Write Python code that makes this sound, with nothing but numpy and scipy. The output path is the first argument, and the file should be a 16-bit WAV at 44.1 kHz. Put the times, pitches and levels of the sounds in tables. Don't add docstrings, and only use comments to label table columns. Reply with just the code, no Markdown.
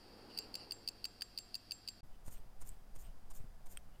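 import sys
import numpy as np
from scipy.fft import rfft, irfft, next_fast_len
from scipy.io import wavfile

SR = 44100
rng = np.random.default_rng(int(sys.argv[2]) if len(sys.argv) > 2 else 0)


def wav_out(sig):
    wavfile.write(sys.argv[1], SR, np.round(np.clip(np.atleast_2d(sig).T, -1, 1) * 32767).astype(np.int16))


N = 176400

# (time [s], unlock [dB], wait for drop [s], drop [dB], rebound [dB], spring [dB],
# spring t60 scale [ratio], knock [dB])
TICKS = [(0.3753, -29, 0.012, -26.5, -38, -50, 0.67, -47),
         (0.5415, -32.5, 0.012, -30.5, -33.5, -53, .6, -42.5),
         (0.709, -30, .0114, -29.5, -39.5, -52.5, 0.99, -46),
         (0.876, -26, .0105, -29.5, -34.5, -58, 0.62, -51), (1.0427, -28, 0.01, -30, -34.5, -56.5, 1, -39),
         (1.2091, -33.5, 0.011, -28.5, -35.5, -55.5, 1, -36),
         (1.3761, -29.5, .0098, -35, -36.5, -51, 1, -43),
         (1.5431, -29, .0095, -30.5, -35.5, -54, 0.54, -46),
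         (1.7092, -30, 0.0096, -30, -37.5, -49, 0.93, -47),
         (1.8763, -30.5, 0.0091, -33, -33.5, -51, .8, -44)]
# (frequency [Hz], level [dB], t60 [s], extra at tooth drop [dB])
MOVEMENT_MODES = [(2690, -17.5, 0.017, 2), (3010, -20, 0.015, -11), (3540, -24, 0.0068, 9),
                  (4340, -25, .012, -25), (4645, 7.5, 0.0095, -3.5), (4744, -14, 0.045, 1.5),
                  (5350, -24, 0.012, 12), (6405, -31, 0.029, 11), (7620, -25, 0.026, 5),
                  (8480, -24, 0.022, 1), (9530, -18.5, 0.014, 3.5), (10900, -25.5, 0.012, 1),
                  (12960, -28, .01, 11.5), (15250, -30, 0.013, 3)]
# (frequency [Hz], level [dB], t60 [s])
SPRING_MODES = [(7560, -2.5, 0.24), (7630, -13, 0.12), (6350, -11.5, 0.11), (9100, -12, 0.098),
                (9650, -11, 0.073), (4580, -2, .1), (15130, -19, 0.12)]
SNAP_MODES = [(8600, 7, 0.01), (9000, -13, .009), (9200, -14, .007), (7000, -19, .012), (13520, -6, .012),
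              (14000, -14, .008)]
CASE_MODES = [(1400, -8.5, 0.011), (1830, -11.5, 0.0096), (2150, -16, .008), (2620, -4.5, .011),
              (3190, -3.5, 0.017), (3400, -16, 0.013), (5660, -13, 0.0094)]
# (push centre [s], push [dB], push half width [s], wait for scrape [s], scrape [dB],
# run-out [dB])
STROKES = [(2.274, -62, 0.019, 0.056, -59.5, -68), (2.619, -59, 0.012, 0.059, -61.5, -71.5),
           (2.962, -61, 0.0084, 0.047, -61.5, -67), (3.314, -58, 0.0097, 0.051, -60.5, -75),
           (3.667, -61.5, 0.0082, 0.051, -61, -71)]
# (time [s], level [dB], case gain [dB], ring [Hz], ring gain [dB], crack gain [dB])
SNAPS = [(2.6913, -47, -30, 7770, -5, 1), (3.7727, -42.5, 2.5, 8200, -20, -15)]
# (time [s], level [dB])
CATCHES = [(2.2795, -50.5), (2.622, -56), (2.9613, -54.5), (3.314, -56), (3.6675, -56)]
BUMPS = [(2.039, -55.5), (2.28, -43), (2.622, -44), (2.716, -53), (2.962, -50), (3.085, -51),
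         (3.312, -51.5), (3.402, -45.5), (3.44, -50), (3.667, -50), (3.858, -55)]
# (centre [s], half width [s], level [dB])
BALANCE_RUBS = [(.36, 0.042, -56), (.43, 0.04, -58), (0.606, 0.051, -54.5)]
TOUCHES = [(.312, 0.015, -63), (2.145, 0.019, -77), (2.36, 0.027, -75), (3.07, 0.041, -76),
           (3.95, .03, -76)]
# (time [s], level [dB])
RUSH_ENVELOPE = [(0, -65.5), (.2, -61), (.5, -60), (.7, -62.5), (.95, -69), (1.4, -76), (2, -100)]
# (frequency [Hz], gain [dB])
CRACK_EQ = [(1000, -30), (2300, -20), (2700, -24), (3350, -7), (3800, -2.5), (4600, -1), (5400, 2),
            (5900, -18), (7200, -17), (8000, -20), (9550, 5), (10200, -21), (11400, -18), (12150, -7),
            (12600, -10), (13100, -3), (14200, -26), (14750, 8.5), (15300, -10), (15700, -14)]
KNOCK_EQ = [(500, -40), (1100, -19), (2000, -3.5), (2400, -14), (2700, 5), (3300, -9), (3900, -5.5),
            (6000, -35), (12000, -35)]
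CATCH_EQ = [(200, -3), (550, 5.5), (1300, -8), (2200, -13), (3400, -9), (4800, -15), (8700, -7),
            (14000, -20)]
BUMP_EQ = [(30, 5.5), (100, 2), (200, -11.5), (350, -24), (900, -28), (2500, -38), (6000, -60)]
# (frequency [Hz], gain [dB])
PUSH_EQ = [(300, -2.5), (900, 6), (2200, -7), (3300, -8.5), (4800, -8), (7200, 2.5), (8000, -1),
           (8800, 5.5), (10800, -9), (13500, 0), (15400, -14)]
SCRAPE_EQ = [(1000, -9), (4800, -15), (6200, -7), (7300, 0.5), (7900, -7.5), (8700, -2), (10400, -9),
             (12600, -2.5), (13500, -1), (14400, -9), (15400, -7), (15900, -40)]
RUNOUT_EQ = [(3000, -2), (6500, -13), (7300, -9), (7800, -8), (8450, 7), (10000, -19), (12800, -34),
             (13700, 5), (15500, -29)]
BALANCE_RUB_EQ = [(1500, -21), (2400, -18), (2800, -1), (3400, -31), (4650, 7.5), (5450, -10), (6000, -28),
                  (8000, -30), (9500, -16), (10500, -36)]
TOUCH_EQ = [(700, -10), (1700, -14), (2500, -11), (2950, 0), (3400, -11), (4300, -14), (7000, -24.5),
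            (14000, -29)]
# (frequency [Hz], gain [dB])
RUMBLE_EQ = [(8, 8.5), (25, 6.5), (45, -8.5), (80, -15), (160, -25.5), (300, -34), (1000, -50)]
RUSH_EQ = [(100, -17.5), (220, 0), (360, 2), (520, -1), (630, -6.5), (790, -4), (1100, -10.5),
           (1500, -13.5), (3000, -22.5), (6000, -41)]
STAND_EQ = [(25, 4.5), (55, -1), (80, -10.5), (150, -9.5), (300, -11), (620, -15), (760, -13.5),
            (950, -18.5), (1600, -18), (2400, -24), (2680, -16), (3150, -27), (4100, -19.5), (4650, -7),
            (5150, -19), (5450, -15), (5800, -29.5), (8500, -29.5), (9500, -27), (10100, -31.5),
            (15400, -32), (15800, -54)]
ROOM_EQ = [(60, -11), (200, -3), (290, -12.5), (520, -11.5), (750, -10.5), (1100, -16.5), (1600, -19),
           (2400, -25.5), (4200, -28.5), (5000, -26.5), (6000, -30.5), (15400, -33)]
# (frequency [Hz], rms level [dB])
STAND_TONES = [(100, -73), (201, -78.5), (246, -81), (309, -82.5), (358, -84.5), (722, -81), (3246, -83),
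               (4870, -73.5)]
ROOM_TONES = [(730, -85), (4870, -90.5)]

STAND_END_S, HAND_START_S = 2.006, 2.030
TOP_HZ, HISS_TOP_HZ = 16300, 15550
HIT_SAMPLES = 10000


def escapement():
    unlock_rise_s, drop_rise_s, crack_t60_s, rebound_s = .00098, .00059, .012, .0024
    unlock_modes = [(hz, db, t60_s) for hz, db, t60_s, _ in MOVEMENT_MODES]
    drop_modes = [(hz, db + extra_db, t60_s) for hz, db, t60_s, extra_db in MOVEMENT_MODES]
    out = np.zeros(N)
    for at_s, unlock_db, wait_s, drop_db, rebound_db, spring_db, t60_scale, knock_db in TICKS:
        unlock = ring(unlock_modes, unlock_rise_s) + amp(-15) * burst(CRACK_EQ, crack_t60_s)
        add(out, at_s, amp(unlock_db) * unlock)
        drop_s = at_s + wait_s
        for delay_s, db in [(0, drop_db), (rebound_s * rng.uniform(.99, 1.2), rebound_db)]:
            click = ring(drop_modes, drop_rise_s) + amp(-10.5) * burst(CRACK_EQ, crack_t60_s)
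            add(out, drop_s + delay_s, amp(db) * click)
        detune = 1 + .0008 * rng.normal()
        spring_modes = [(hz * detune, db, t60_s * t60_scale) for hz, db, t60_s in SPRING_MODES]
        add(out, drop_s, amp(spring_db) * ring(spring_modes, drop_rise_s))
        add(out, drop_s, amp(knock_db) * burst(KNOCK_EQ, t60_s=.013))
    return out


def crown():
    runout_lag_s = .043
    push, scrape, runout = np.zeros((3, N))
    for at_s, push_db, half_width_s, wait_s, scrape_db, runout_db in STROKES:
        push += amp(push_db) * bell(at_s, half_width_s)
        scrape += amp(scrape_db) * bell(at_s + wait_s, half_width_s=.024)
        runout += amp(runout_db) * bell(at_s + wait_s + runout_lag_s, half_width_s=.026)
    out = push * friction(PUSH_EQ) + scrape * friction(SCRAPE_EQ) + runout * friction(RUNOUT_EQ)
    for at_s, db in CATCHES:
        add(out, at_s, amp(db) * burst(CATCH_EQ, t60_s=.023))
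    return out


def calendar_snaps():
    ring_t60_s = .041
    out = np.zeros(N)
    for at_s, db, case_db, ring_hz, ring_db, crack_db in SNAPS:
        steel = ring(SNAP_MODES + [(ring_hz, ring_db, ring_t60_s)], rise_s=.00026)
        case = amp(case_db) * ring(CASE_MODES, rise_s=.00023)
        crack = amp(crack_db) * burst(SCRAPE_EQ, t60_s=.0087)
        add(out, at_s, amp(db) * (steel + case + crack))
    return out


def handling():
    release_lag_s, half_width_s = .085, .03
    press, effort = np.zeros((2, N))
    for at_s, *_ in STROKES:
        release_s = at_s + release_lag_s
        press += bell(at_s, half_width_s) - .5 * bell(release_s, half_width_s)
        effort += bell(release_s, half_width_s=.08)
    rumble = (amp(-51.5) + amp(-54) * effort) * noise(RUMBLE_EQ)
    out = amp(-38) * (press - press.mean()) + rumble
    for at_s, db in BUMPS:
        add(out, at_s, amp(db) * burst(BUMP_EQ, t60_s=.078))
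    return out


def rubs(events, eq):
    envelope = sum(amp(db) * bell(at_s, half_width_s) for at_s, half_width_s, db in events)
    return envelope * friction(eq)


def stand():
    rush_db = np.interp(clock(), *np.transpose(RUSH_ENVELOPE))
    rush = amp(rush_db) * noise(RUSH_EQ)
    hiss = amp(-62.5) * noise(STAND_EQ, top_hz=HISS_TOP_HZ)
    return hiss + tones(STAND_TONES) + rush


def room():
    return amp(-68) * noise(ROOM_EQ, top_hz=HISS_TOP_HZ) + tones(ROOM_TONES)


def ring(modes, rise_s, scatter_db=.9):
    t = clock(HIT_SAMPLES)
    waves = np.zeros(HIT_SAMPLES)
    for hz, db, t60_s in modes:
        decay = amp(db + scatter_db * rng.normal() - 60 * t / t60_s)
        waves += decay * np.sin(2 * np.pi * (hz * t + rng.random()))
    return waves * (1 - np.exp(-(t / rise_s) ** 2))


def burst(eq, t60_s, rise_s=.00041):
    t = clock(HIT_SAMPLES)
    return noise(eq, HIT_SAMPLES) * amp(-60 * t / t60_s) * (1 - np.exp(-t / rise_s))


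def friction(eq, slips_per_s=1400, slip_share=.55):
    slips = unit_rms((rng.random(N) < slips_per_s / SR) * rng.standard_normal(N))
    force = np.sqrt(slip_share) * slips + np.sqrt(1 - slip_share) * rng.standard_normal(N)
    return equalise(force, eq, HISS_TOP_HZ)


def tones(rows):
    t = clock()
    return sum(amp(db) * np.sqrt(2) * np.sin(2 * np.pi * (hz * t + rng.random())) for hz, db in rows)


def noise(eq, size=N, top_hz=TOP_HZ):
    return equalise(rng.standard_normal(size), eq, top_hz)


def equalise(x, eq, top_hz):
    fft_size = next_fast_len(len(x) + 8192)
    bins_hz = np.fft.rfftfreq(fft_size, 1 / SR)
    hz, db = np.transpose(eq)
    gain = amp(np.interp(np.log(bins_hz + 1), np.log(hz + 1), db)) * (bins_hz < top_hz)
    return unit_rms(irfft(rfft(x, fft_size) * gain, fft_size)[:len(x)])


def bell(centre_s, half_width_s):
    return np.exp(-((clock() - centre_s) / half_width_s) ** 2)


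def add(track, at_s, sound):
    part = track[max(round(at_s * SR), 0):][:len(sound)]
    part += sound[:len(part)]


def amp(db):
    return 10 ** (np.asarray(db) / 20)


def unit_rms(x):
    return x / np.sqrt(np.mean(x ** 2) + 1e-20)


def clock(size=N):
    return np.arange(size) / SR


def scene():
    t = clock()
    fade_s = .003
    stand_gate = np.clip((STAND_END_S - t) / fade_s + 1, 0, 1)
    hand_gate = np.clip((t - HAND_START_S) / fade_s, 0, 1)
    on_stand = escapement() + rubs(BALANCE_RUBS, BALANCE_RUB_EQ) + stand()
    in_hand = crown() + calendar_snaps() + handling() + room()
    return (on_stand * stand_gate + in_hand * hand_gate + rubs(TOUCHES, TOUCH_EQ))[None]


def record(dry):
    fft_size = next_fast_len(N + 8192)
    passband = np.fft.rfftfreq(fft_size, 1 / SR) < TOP_HZ
    return irfft(rfft(dry, fft_size) * passband, fft_size)[..., :N]


dry = scene()
out = record(dry)
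wav_out(out)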